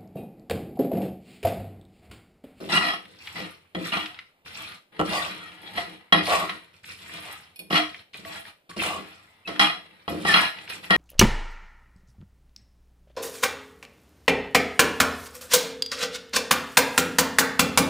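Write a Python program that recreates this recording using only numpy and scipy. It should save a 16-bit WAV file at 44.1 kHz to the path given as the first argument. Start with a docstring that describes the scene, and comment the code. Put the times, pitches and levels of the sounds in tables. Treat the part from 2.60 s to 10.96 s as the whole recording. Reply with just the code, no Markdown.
"""In a small kitchen, a steel spoon stirs dry coconut, peanuts and chillies round a nonstick pan, heard close up.
Strokes land with knocks and clangs from struck resonances; the edge scrapes and squeaks as it slips over the coating.
Uneven clicks make the pan judder on its stand and the pushed food rustle; single nuts tick against the wall.
Tapped spoon and touched wall ring on, a soft rumble follows the food, and the room adds a short tail and faint noise."""
import sys
import numpy as np
from scipy import signal
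from scipy.fft import rfft, irfft
from scipy.io import wavfile
from scipy.ndimage import map_coordinates

SR = 44100
rng = np.random.default_rng(int(sys.argv[2]) if len(sys.argv) > 2 else 0)


def dump(signal):
    """Clip the signal to [-1, 1] and save it as 16-bit WAV at the path in sys.argv[1]."""
    limited = np.clip(np.atleast_2d(signal).T, -1, 1)
    pcm = np.round(limited * 32767).astype(np.int16)
    wavfile.write(sys.argv[1], SR, pcm)


N = 368889
T = np.arange(N) / SR  # time [s]

# Levels in the tables are relative: most sounds get a make-up gain in their own function.
# the spoon sweeps through the food: (start [s], rise [s], hold [s], fade [s],
# scrape of the edge [dB], rustle of the food [dB], judder of the pan [dB])
SWEEPS = [ (0.0, 0.00054, 0.0069, 0.97, -58, -55.5, -34), (0.089, 0.039, 0.037, 0.12, -25, -38.5, -31),
          (0.205, 0.022, 0.062, 0.13, -24.5, -48, -58), (0.394, 0.029, 0.15, 0.075, -67, -65, -71),
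          (0.581, 0.092, 0.027, 0.52, -47.5, -54, -68), (0.738, 0.029, 0.05, 0.23, -37.5, -48.5, -33.5),
          (1.182, 0.085, 0.015, 0.12, -38.5, -44, -46), (1.323, 0.0018, 0.038, 0.29, -30.5, -44, -36),
          (1.848, 0.011, 0.12, 0.15, -52, -54, -52), (1.923, 0.043, 0.18, 0.085, -42.5, -52, -50.5),
          (2.319, 0.057, 0.018, 0.36, -44, -69, -43.5), (2.443, 0.04, 0.12, 0.39, -38.5, -40.5, -39),
          (2.654, 0.033, 0.086, 0.87, -40.5, -59.5, -43.5), (2.997, 0.042, 0.13, .25, -45, -59, -45),
          (3.136, 0.054, 0.0051, 0.15, -34.5, -47, -39), (3.216, 0.068, 0.044, 0.24, -44, -62, -43.5),
          (3.527, 0.0021, 0.019, 0.16, -23.5, -59, -35), (3.623, 0.098, 0.016, 0.23, -31, -35.5, -45),
          (3.758, 0.026, 0.072, 0.34, -36.5, -50, -35.5), (4.128, 0.0044, 0.012, 0.18, -76, -63.5, -66),
          (4.232, 0.063, 0.0059, 0.3, -69, -50.5, -53.5), (4.387, 0.17, 0.021, 0.26, -42.5, -50, -44),
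          (4.555, 0.11, 0.065, 0.34, -44, -52.5, -62), (5.1, 0.052, 0.013, 0.16, -24, -40.5, -32),
          (5.233, 0.058, 0.12, 0.031, -51.5, -60, -52.5), (5.531, 0.011, 0.032, 0.16, -50, -52, -67),
          (5.63, 0.056, 0.11, 0.11, -41.5, -52.5, -49), (5.836, 0.034, 0.026, 0.033, -43, -55, -54),
          (6.092, 0.00047, 0.0024, 0.11, -60.5, -49, -41), (6.162, 0.0056, 0.02, 0.092, -58, -46.5, -31),
          (6.186, 0.022, 0.066, 0.2, -42, -37.5, -36), (6.35, 0.035, 0.017, 0.68, -43.5, -56.5, -66),
          (6.855, 0.031, 0.016, 0.93, -40.5, -59, -39.5), (6.992, 0.002, 0.045, 0.17, -22, -41, -36.5),
          (7.483, 0.0062, 0.014, 0.23, -41, -49.5, -30.5), (7.532, 0.099, 0.059, 0.092, -45.5, -52, -34),
          (7.653, 0.027, 0.045, 0.16, -25.5, -34.5, -48), (7.745, 0.002, 0.075, 0.17, -23, -37, -35.5),
          (7.938, 0.039, 0.041, 0.3, -44.5, -56.5, -48), (8.084, 0.0098, 0.054, 0.13, -44, -47.5, -72),
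          (8.223, 0.008, 0.019, 0.2, -45, -53, -46.5), (8.305, 0.0025, 0.064, 0.45, -23.5, -60, -26.5), ]
# the spoon leans on the pan and shoves it along its stand: (start [s], hold [s], level [dB])
SHOVES = [(0.004, 0.039, -40), (1.146, 0.094, -28), (2.395, 0.028, -23.5), (3.527, 0.091, -26.5),
          (4.988, 0.021, -41.5), (5.581, 0.075, -42), (6.336, 0.078, -35.5), (6.881, 0.057, -34.5),
          (7.478, 0.04, -24.5), (8.141, 0.25, -42), (8.293, 0.042, -32)]
# the spoon strikes the pan: (time [s], clang [dB], thud [dB], bright crack of the steel edge [dB],
# dull knock through the food [dB])
BLOWS = [(0.094, -27, -25, -44, -35), (0.121, -26, -27, -26, -43), (0.139, -18, -24, -34, -43),
         (0.173, -6, -21, -36.5, -45), (0.335, -16, -57, -40, -37), (1.1487, -20, -26, -63, -34.5),
         (1.321, -16, -23, -54, -51.5), (1.369, -15, -28, -50, -30.5), (2.3935, -18, -10.5, -60, -22.5),
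         (2.4003, -32, -32, -60, -20), (2.413, -35, -32, -60, -20), (3.1747, -15, -32, -42, -41),
         (3.5241, 0, -21, -35, -18), (3.545, -23, -33, -44, -21), (3.8948, -16, -43, -45, -41),
         (5.1063, -23, -20.5, -35, -25.5), (5.126, -8, -11.5, -36, -35), (5.143, -11, -34, -45.5, -24),
         (5.156, -11.5, -28, -35, -36), (6.1667, -42, -28, -54, -41), (6.219, -36, -31.5, -52, -27.5),
         (6.8753, -18, -44, -35.5, -51), (6.89, -28.5, -37, -61, -33), (6.9945, -1.5, -34, -19, -30),
         (7.01, -5.5, -44, -28, -38), (7.097, -14.5, -51.5, -55, -42), (7.479, -20, -24, -58, -27.5),
         (7.6503, -15, -18.5, -50, -24), (7.6867, -18, -50, -43, -34), (7.7399, -0.5, -32, -35, -36),
         (7.768, -6, -38, -45, -32), (8.3064, -3, -18, -42, -22)]
# the bowl of the spoon is pressed through the heap: (middle [s], length [s], level [dB])
GRINDS = [(0.259, 0.23, -40), (2.554, 0.13, -27), (2.64, 0.15, -37), (3.731, 0.18, -28), (3.82, 0.11, -32),
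          (4.681, 0.15, -48.5), (6.306, 0.26, -37)]
# the edge sticks and squeaks: (start [s], length [s], start pitch [Hz], end pitch [Hz], level [dB])
SQUEAKS = [(0.148, 0.039, 2865, 2837, -21.5), (0.208, 0.053, 1933, 1920, -28.5),
           (0.212, 0.097, 680, 686, -34), (0.27, 0.075, 3280, 3300, -42), (1.32, 0.01, 2880, 2830, -24.5),
           (1.323, 0.057, 2490, 2470, -34.5), (2.49, 0.038, 2760, 2844, -39),
           (2.572, 0.038, 1950, 1916, -32), (2.64, 0.018, 2190, 3320, -31), (6.166, 0.017, 2850, 2890, -42),
           (6.198, 0.021, 2680, 2354, -27.5), (6.25, 0.057, 2820, 2780, -38),
           (6.85, 0.017, 2530, 2620, -38.5), (7.678, 0.039, 1912, 1680, -20.5),
           (7.7377, 0.008, 4100, 4100, -13.5), (7.797, 0.037, 4080, 4020, -38),
           (8.099, 0.029, 2516, 2490, -38.5)]
# nuts and chillies hit the wall: (time [s], peak level [dB], pitch [Hz])
TICKS = [(0.4541, -37, 2200), (0.6728, -25.5, 2470), (1.4586, -23.5, 2650), (1.5448, -32, 2870),
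         (1.589, -27.5, 2160), (2.145, -36, 2360), (2.9183, -38, 2550), (3.8932, -21.5, 2040),
         (4.2424, -32.5, 2400), (5.345, -27, 2240), (5.3926, -37.5, 2770), (5.5347, -36.5, 3610),
         (5.543, -28, 2390), (5.6496, -28.5, 2260), (5.8523, -34.5, 2000), (6.094, -46.5, 4140),
         (6.96, -28.5, 1650), (7.986, -28, 2790), (8.077, -28, 2270), (8.1, -26.5, 2430),
         (8.2428, -31, 3020)]
# a touch leaves one mode of the pan wall singing until the spoon damps it:
# (start [s], damped from [s], pitch [Hz], level [dB], t60 [s])
WALL_RINGS = [(2.396, 2.392, 715, -16.5, .14), (3.183, 3.19, 693, -23.5, 0.22),
              (3.523, 3.56, 1924, -20, .2), (3.525, 3.55, 3290, -18, .16), (5.194, 5.236, 682, -23.5, 0.23),
              (5.655, 5.788, 664, -40.5, 1.9), (5.650, 5.75, 1123, -44.5, .55),
              (6.1, 6.183, 1130, -47, 1.2), (7.48, 7.54, 691, -19, 0.14), (7.788, 7.785, 684, -24, 0.44),
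              (8.304, 8.36, 1380, -18, 0.17), (8.305, 8.36, 1870, -12, 0.18), (8.3, 8.36, 1940, -21, 0.27)]
# the lifted spoon is tapped and rings by itself: (time [s], level [dB])
SPOON_TAPS = [(4.959, -46), (4.991, -36.5), (8.098, -39)]

# resonances of the pan with the spoon in it: (pitch [Hz], width [Hz], level [dB])
PAN_MODES = [(192, 18, -6), (311, 15, -3), (668, 16, 2), (722, 20, -1), (817, 20, -4), (1030, 30, -3),
             (1125, 24, -4), (1197, 16, 1), (1275, 30, 1), (1390, 26, 1), (1686, 20, -4), (1820, 30, -4),
             (1879, 18, 3), (1945, 38, 2), (2024, 28, 0), (2300, 50, -9), (2481, 30, -1), (2720, 40, -6),
             (2839, 26, 0), (2895, 40, 0), (3285, 34, 2), (3985, 50, -2), (4070, 70, -5), (4300, 60, -12),
             (4720, 50, -13), (5190, 50, -9), (5720, 45, -16)]
# resonances of the pan floor padded by food: (pitch [Hz], width [Hz], level [dB])
KNOCK_MODES = [(195, 50, -3), (440, 70, -3), (570, 70, -4), (690, 48, 1.5), (800, 70, -1), (950, 80, -4),
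               (1100, 80, -2), (1340, 70, -4), (1950, 110, -14), (2900, 170, -10)]
# resonances of the pan rocking on its stand: (pitch [Hz], width [Hz], level [dB])
STAND_MODES = [(92, 25, -15), (165, 25, -6), (191, 20, 2), (255, 30, -4.5), (312, 16, 4.5), (392, 16, -3),
               (505, 50, -11), (675, 60, -7)]
# resonances of the bowl of the spoon: (pitch [Hz], width [Hz], level [dB])
SPOON_MODES = [(2470, 40, -6), (2896, 90, -21), (3400, 60, -15), (4404, 45, -9), (5303, 50, -15),
               (8624, 90, -19), (9539, 100, -19), (10430, 100, -14), (11500, 110, -17), (13400, 160, -20)]
# resonances of the hollow under the bowl: (pitch [Hz], width [Hz], level [dB])
HOLLOW_MODES = [(659, 95, 0), (1060, 72, -4), (1140, 48, 0), (1230, 40, -7), (1970, 70, -11),
                (2490, 70, -14), (2820, 70, -14), (3520, 80, -14), (4750, 120, -18)]

# tone of the pan's crowded weak resonances: (frequency [Hz], gain [dB])
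METAL_TONE = [(150, -24), (300, -4), (540, -11), (700, 2), (900, 0), (1250, 4.5), (1550, -1.5), (2000, 4.5),
              (3000, 0.5), (4200, -6.5), (5500, -23.5), (7000, -46.5), (10500, -16), (15000, -58.5)]
# tone of the rustling food: (frequency [Hz], gain [dB])
FOOD_TONE = [(100, -16), (200, -11), (800, -9), (1300, -4.5), (2600, -.5), (4300, -4.5), (5400, -8.5),
             (6500, -18), (9700, -16.5), (12000, -20), (15000, -25)]
# tone of the steady room noise: (frequency [Hz], gain [dB])
KITCHEN_TONE = [(25, -2.5), (59, -21), (191, 0), (604, 1.5), (1280, -9), (2850, -6.5), (6720, -27),
                (11500, -23), (15000, -18)]
# tone of the heap's dull patter: (frequency [Hz], gain [dB])
PATTER_TONE = [(60, -24), (125, -9), (175, 3), (260, 1), (500, -5), (900, -11), (2000, -30), (6000, -60)]
# tone of the crack of the steel edge: (frequency [Hz], gain [dB])
CRACK_TONE = [(1000, -36.0), (3500, -10.0), (5200, 12.0), (6500, -13.5), (10000, -13.5),
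              (12000, -35.5), (15000, -40)]
# tone of the deep rumble: (frequency [Hz], gain [dB])
RUMBLE_TONE = [(45, -24), (70, -12), (88, 2), (120, -4), (190, -5), (330, -18), (1000, -52)]
# right microphone over the left: (frequency [Hz], gain [dB])
MICROPHONE_TILT = [(100, .5), (700, 1), (1300, -1.5), (2400, -1.5), (4500, -1), (6200, 0), (7300, 13),
                   (9700, 15), (12000, 5), (15000, 1)]
# flakes, pods and nuts crackle in ranges of their own: range edges [Hz]
GRAIN_RANGES = [90, 900, 1500, 2100, 2700, 3400, 4300, 6000, 9500, 16000]

SWEEP_RISE_DB, SWEEP_SAG_DB_PER_S = 11, 15.5  # swell as the spoon bites; slow loss as it runs on
FADE_DB = 30  # fall over the fade time of a push
FOOD_SETTLE = 0.86  # fade time of the food and pan over that of the edge
SHOVE_RISE_S, SHOVE_SAG_DB_PER_S, SHOVE_FADE_S = 0.0019, 72.5, 0.21
TRICKLE_DB, TRICKLE_DB_PER_S = -34, 52  # loose crumbs keep sliding after a push
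KITCHEN_DB = -68
TOP_HZ = 15100  # upper limit of the microphones


def undb(db):
    """Decibels to gain."""
    return np.exp(np.asarray(db) * np.log(10) / 20)


def convolve(x, response):
    """Pass a sound through a response, keeping its length."""
    full = signal.oaconvolve(np.atleast_2d(x), np.atleast_2d(response), axes=-1)
    return full[:, :np.shape(x)[-1]]


def colour(x, points):
    """Minimum-phase equaliser through the given (Hz, dB) points, so no sound precedes its cause."""
    hz, db = np.transpose(points)
    size = 2048
    bins_hz = np.arange(size // 2 + 1) * SR / size
    gain_db = np.interp(np.log(bins_hz + 1), np.log(hz), db)
    # folding the cepstrum forward makes the response causal
    cepstrum = irfft(np.log(undb(gain_db)))
    cepstrum[1:size // 2] *= 2
    cepstrum[size // 2 + 1:] = 0
    return convolve(x, irfft(np.exp(rfft(cepstrum))))


def add(out, s, x):
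    """Mix a short sound in at a given time."""
    start = int(np.clip(s * SR, 0, N - 1))
    out[..., start:start + x.shape[-1]] += x[..., :N - start]


def strikes(times, gains):
    """One impulse for each event."""
    x = np.zeros(N)
    samples = (np.asarray(times) * SR).astype(int)
    np.add.at(x, np.clip(samples, 0, N - 1), gains)
    return x


def walk(rate):
    """Random drift with a spread near 1, gliding between fresh values at the given rate per second."""
    knots = rng.standard_normal(2048)
    return 1.28 * np.interp(T * rate, np.arange(len(knots)), knots)


def clicks(rate, spread_db):
    """Random tiny impacts of uneven size, about `rate` per second, rms 1."""
    size = undb(spread_db * np.minimum(rng.exponential(size=N), 4))
    hits = rng.random(N) < rate / SR
    x = hits * size * rng.choice([-1, 1], N)
    return x / x.std()


def tail(t60, shared_hz):
    """Decaying noise of unit energy for two microphones, alike in the bass."""
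    t = T[:SR // 2]
    mid, side = rng.standard_normal((2, len(t)))
    high_pass = signal.butter(1, shared_hz, "high", fs=SR, output="sos")
    side = signal.sosfilt(high_pass, side)
    x = np.array([mid + side, mid - side]) * undb(-60 * t / t60)
    return x / np.sqrt((x ** 2).sum() / 2)


def ports(x):
    """Direct sound reaches the left microphone a quarter of a millisecond late."""
    lag = 10  # samples
    left, right = np.broadcast_to(x, (2, N))
    return np.array([np.pad(left, (lag, 0))[:N], right])


def ring(force, modes, wander_db):
    """Resonances whose strengths wander as the contact moves; high ones reach the microphones out of step."""
    out = np.zeros((2, N))
    for k, (hz, width, db) in enumerate(modes):
        pole = np.exp((2j * np.pi * hz - np.pi * width) / SR)
        # neighbouring modes alternate in polarity; the tiny offset keeps the filter from stalling
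        mode = (-1) ** k * signal.lfilter([2 * (1 - abs(pole))], [1, -pole], force + 1e-18)
        skew = np.exp(1j * rng.uniform(-0.85, 1) * min(hz / 2600, 1))
        pair = np.array([(mode * skew).real, (mode / skew).real])
        out += pair * undb(db + wander_db * walk(12))
    return ports(out)


def thicket(force, t60):
    """Crowded, well-damped resonances; other ones take over as the contact travels."""
    share = np.exp(1.5 * np.array([walk(9) for _ in range(3)]))
    share /= np.sqrt((share ** 2).sum(axis=0))
    return sum(convolve(force * part, tail(t60, shared_hz=700)[:, :SR // 10]) for part in share)


def bend(x, drift_s):
    """Changing pressure pulls the pitch of the resonances up and down a little."""
    place = (T + drift_s * walk(14)) * SR
    return np.array([map_coordinates(side, [place], order=3) for side in x])


def push(rise_s, hold_s, fade_s, sag_db_per_s):
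    """One push of the hand: it swells, holds while slowly easing, then dies away into a faint trickle."""
    age = T[:SR]
    swell_db = SWEEP_RISE_DB * np.clip(1 - age / rise_s, 0, 1) ** 1.2
    sag_db = sag_db_per_s * np.clip(age - rise_s, 0, hold_s)
    released = np.maximum(age - rise_s - hold_s, 0)
    trickle_fall_db = TRICKLE_DB_PER_S * released - TRICKLE_DB
    fade_db = np.minimum(FADE_DB * released / fade_s, trickle_fall_db)
    return undb(-swell_db - sag_db - fade_db)


def stroke_gains():
    """Judder, scrape and rustle: every sweep drives all three, a shove only shakes the pan."""
    judder_power, scrape_power, rustle_power = np.zeros((3, N))
    for s, rise_s, hold_s, fade_s, scrape_db, rustle_db, judder_db in SWEEPS:
        edge = push(rise_s, hold_s, fade_s, SWEEP_SAG_DB_PER_S)
        food = push(rise_s, hold_s, fade_s * FOOD_SETTLE, SWEEP_SAG_DB_PER_S)
        add(scrape_power, s, (undb(scrape_db) * edge) ** 2)
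        add(rustle_power, s, (undb(rustle_db) * food) ** 2)
        add(judder_power, s, (undb(judder_db) * food) ** 2)
    for s, hold_s, db in SHOVES:
        shove = push(SHOVE_RISE_S, hold_s, SHOVE_FADE_S, SHOVE_SAG_DB_PER_S)
        add(judder_power, s, (undb(db) * shove) ** 2)
    return np.sqrt([judder_power, scrape_power, rustle_power])


def firmness(gain, half_db):
    """Share of steel-on-pan contact: light strokes ride on the food, hard ones reach the metal."""
    return gain / (gain + undb(half_db))


def pan(force, firm, dense_db, dense_t60):
    """A few strong wall modes, roused by firm contact, over a thicket of weak, well-damped ones."""
    dense = colour(thicket(force, dense_t60), METAL_TONE)
    return ring(force * firm, PAN_MODES, wander_db=3.5) + undb(dense_db) * dense


def scrape(gain):
    """The edge catches and slips on grit and coating, in uneven spurts."""
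    slips = clicks(rate=600, spread_db=2.2) * undb(1.5 * walk(55))
    metal = pan(slips * gain, firmness(gain, half_db=-42), dense_db=-13.5, dense_t60=.06)
    return undb(16.5) * bend(metal, drift_s=0.00021)


def judder(gain):
    """The heap tumbles with a dull patter; a firm drag shakes the pan on its stand."""
    bumps = clicks(rate=600, spread_db=2.2) * gain
    patter = colour(convolve(bumps, tail(t60=.04, shared_hz=700)), PATTER_TONE)
    shake = ring(bumps * firmness(gain, half_db=-43), STAND_MODES, wander_db=2)
    return undb(20) * (shake + undb(-11) * patter)


def rustle(gain):
    """Dry flakes and pods rub and crack, each size in its own spurts, and patter on the spoon's bowl."""
    grains = undb(-8) * clicks(rate=1500, spread_db=4)
    for edges in zip(GRAIN_RANGES, GRAIN_RANGES[1:]):
        spurts = clicks(rate=300, spread_db=3.6) * undb(3.5 * walk(40))
        band = signal.butter(2, edges, "band", fs=SR, output="sos")
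        grains += undb(-2.5) * signal.sosfilt(band, spurts)
    force = grains * gain
    food = colour(undb(-8) * ports(force) + thicket(force, t60=.035), FOOD_TONE)
    bowl = undb(2) * ring(force, SPOON_MODES, wander_db=4)
    return undb(15.5) * (food + bowl)


def low_rumble(gain):
    """A soft, deep rumble swells whenever the food is moved."""
    x = colour(ports(rng.standard_normal(N)), RUMBLE_TONE)
    return undb(-29) * x / x.std() * gain ** 0.55  # the power evens out loud and soft strokes


def kitchen():
    """Faint steady room noise, partly shared by the two microphones."""
    shared = ports(rng.standard_normal(N))
    x = colour(shared + .5 * rng.standard_normal((2, N)), KITCHEN_TONE)
    return undb(KITCHEN_DB) * x / x.std()


def nut_clicks(events, t60):
    """A hard nut gives a short woody click, a little different at each microphone."""
    out, t = np.zeros((2, N)), T[:SR // 25]
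    soften = signal.butter(3, [900, 4200], "band", fs=SR, output="sos")
    for s, db, hz in events:
        noise = rng.standard_normal((3, len(t))) * undb(-60 * t / t60)
        crack = signal.lfilter(*signal.iirpeak(hz, 2.2, fs=SR), noise[0] + 0.11 * noise[1:])
        crack = signal.sosfilt(soften, crack)
        add(out, s, undb(db) * crack / abs(crack.mean(axis=0)).max())
    return out


def ticks(rustle_gain):
    """Single nuts hit the wall; many smaller clicks at random times follow the loudness of the moving heap."""
    chance = rng.random((600, 3))
    s = chance[:, 0] * T[-1]
    heap_db = 20 * np.log10(np.interp(s, T, rustle_gain) + 1e-9)
    db = heap_db + 10 + 11 * chance[:, 1] ** 3  # a few stand out
    hz = 1500 * 3 ** chance[:, 2]
    return nut_clicks(TICKS, t60=.03) + nut_clicks(zip(s, db, hz), t60=.014)


def blows():
    """The spoon lands: the wall clangs and chatters, the padded floor knocks, the stand thuds, the edge cracks."""
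    s, clang_db, thud_db, edge_db, knock_db = np.transpose(BLOWS)
    bounces = clicks(rate=1500, spread_db=2)[:SR // 4]
    chatter = undb(-31) * bounces * np.exp(-T[:SR // 4] / .014)
    chatter[0] = 1  # the landing itself
    landings = convolve(strikes(s, undb(clang_db)), chatter)[0]
    clang = pan(landings, firm=1, dense_db=-9.5, dense_t60=.08)
    thud = ring(strikes(s, undb(thud_db)), STAND_MODES, wander_db=1.5)
    knock = ring(strikes(s, undb(knock_db)), KNOCK_MODES, wander_db=2)
    knock = signal.sosfilt(signal.butter(2, 150, "high", fs=SR, output="sos"), knock)
    edge = convolve(strikes(s, undb(edge_db)), tail(t60=0.17, shared_hz=900))
    edge = colour(edge, CRACK_TONE)
    return undb(26.5) * clang + undb(42) * knock + undb(35.0) * thud + undb(23.0) * edge


def grind():
    """Food crushed under the bowl buzzes in the hollow between spoon and pan."""
    gain = np.zeros(N)
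    for s, length, db in GRINDS:
        gain += undb(db) * np.cos(np.pi * np.clip((T - s) / length, -.5, .5)) ** 2
    buzz = ring(clicks(rate=1600, spread_db=0.5) * gain, HOLLOW_MODES, wander_db=2.5)
    return undb(23.5) * bend(buzz, drift_s=.0005)


def squeaks():
    """For a moment the slips lock into a rough, gliding tone."""
    out = np.zeros(N)
    for s, length, start_hz, end_hz, db in SQUEAKS:
        u = np.linspace(0, 1, int(length * SR))
        glide_hz = start_hz + (end_hz - start_hz) * u
        hz = glide_hz * (1 + .018 * walk(700)[:len(u)])  # rough pitch
        swell = np.sqrt(np.sin(np.pi * u).clip(0))
        add(out, s, undb(db) * swell * np.sin(2 * np.pi * np.cumsum(hz) / SR))
    return out + undb(0.5) * convolve(out, tail(t60=0.1, shared_hz=900))


def free_rings():
    """The touched pan wall sings until the spoon damps it; out of the food, the tapped spoon rattles and rings."""
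    wall, age = np.zeros(N), T[:SR // 2]
    for s, damped_s, hz, db, t60 in WALL_RINGS:
        since_damped = np.maximum(s + age - damped_s, 0)
        damping = np.maximum(np.exp(-since_damped / 0.026), .05)  # a trace rings on
        brushed_db = 2.5 * walk(70)[:len(age)]  # level flutter
        level = undb(db + brushed_db - 60 * age / t60)
        add(wall, s, np.sin(2 * np.pi * hz * age) * level * damping)
    s, db = np.transpose(SPOON_TAPS)
    rattle = undb(-18) * clicks(rate=900, spread_db=2)[:SR // 8] * np.exp(-T[:SR // 8] / .012)
    rattle[0] = 1  # the tap itself
    taps = convolve(strikes(s, undb(db)), rattle)[0]
    spoon = undb(46) * ring(taps, SPOON_MODES, wander_db=3)
    return spoon + ports(wall)


def scene():
    """All sounds of the pan, with the tail of the kitchen walls."""
    judder_gain, scrape_gain, rustle_gain = stroke_gains()
    spoon = scrape(scrape_gain) + judder(judder_gain) + blows() + grind() + squeaks() + free_rings()
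    near = spoon + rustle(rustle_gain) + ticks(rustle_gain)
    walls = convolve(near, tail(t60=0.3, shared_hz=427))
    return near + undb(-4.5) * walls + low_rumble(rustle_gain) + kitchen()


def record(dry):
    """The two microphones differ in tone; the highest peaks are rounded and the top is cut."""
    hz, db = np.transpose(MICROPHONE_TILT)
    # each side takes half of the difference
    heard = np.vstack([colour(x, np.c_[hz, side * db / 2]) for x, side in zip(dry, (-1, 1))])
    rounded = heard / (1 + heard ** 4) ** .25
    low_pass = signal.ellip(8, .2, 70, TOP_HZ, fs=SR, output="sos")
    return signal.sosfilt(low_pass, rounded)


dry = scene()
out = record(dry)
dump(out)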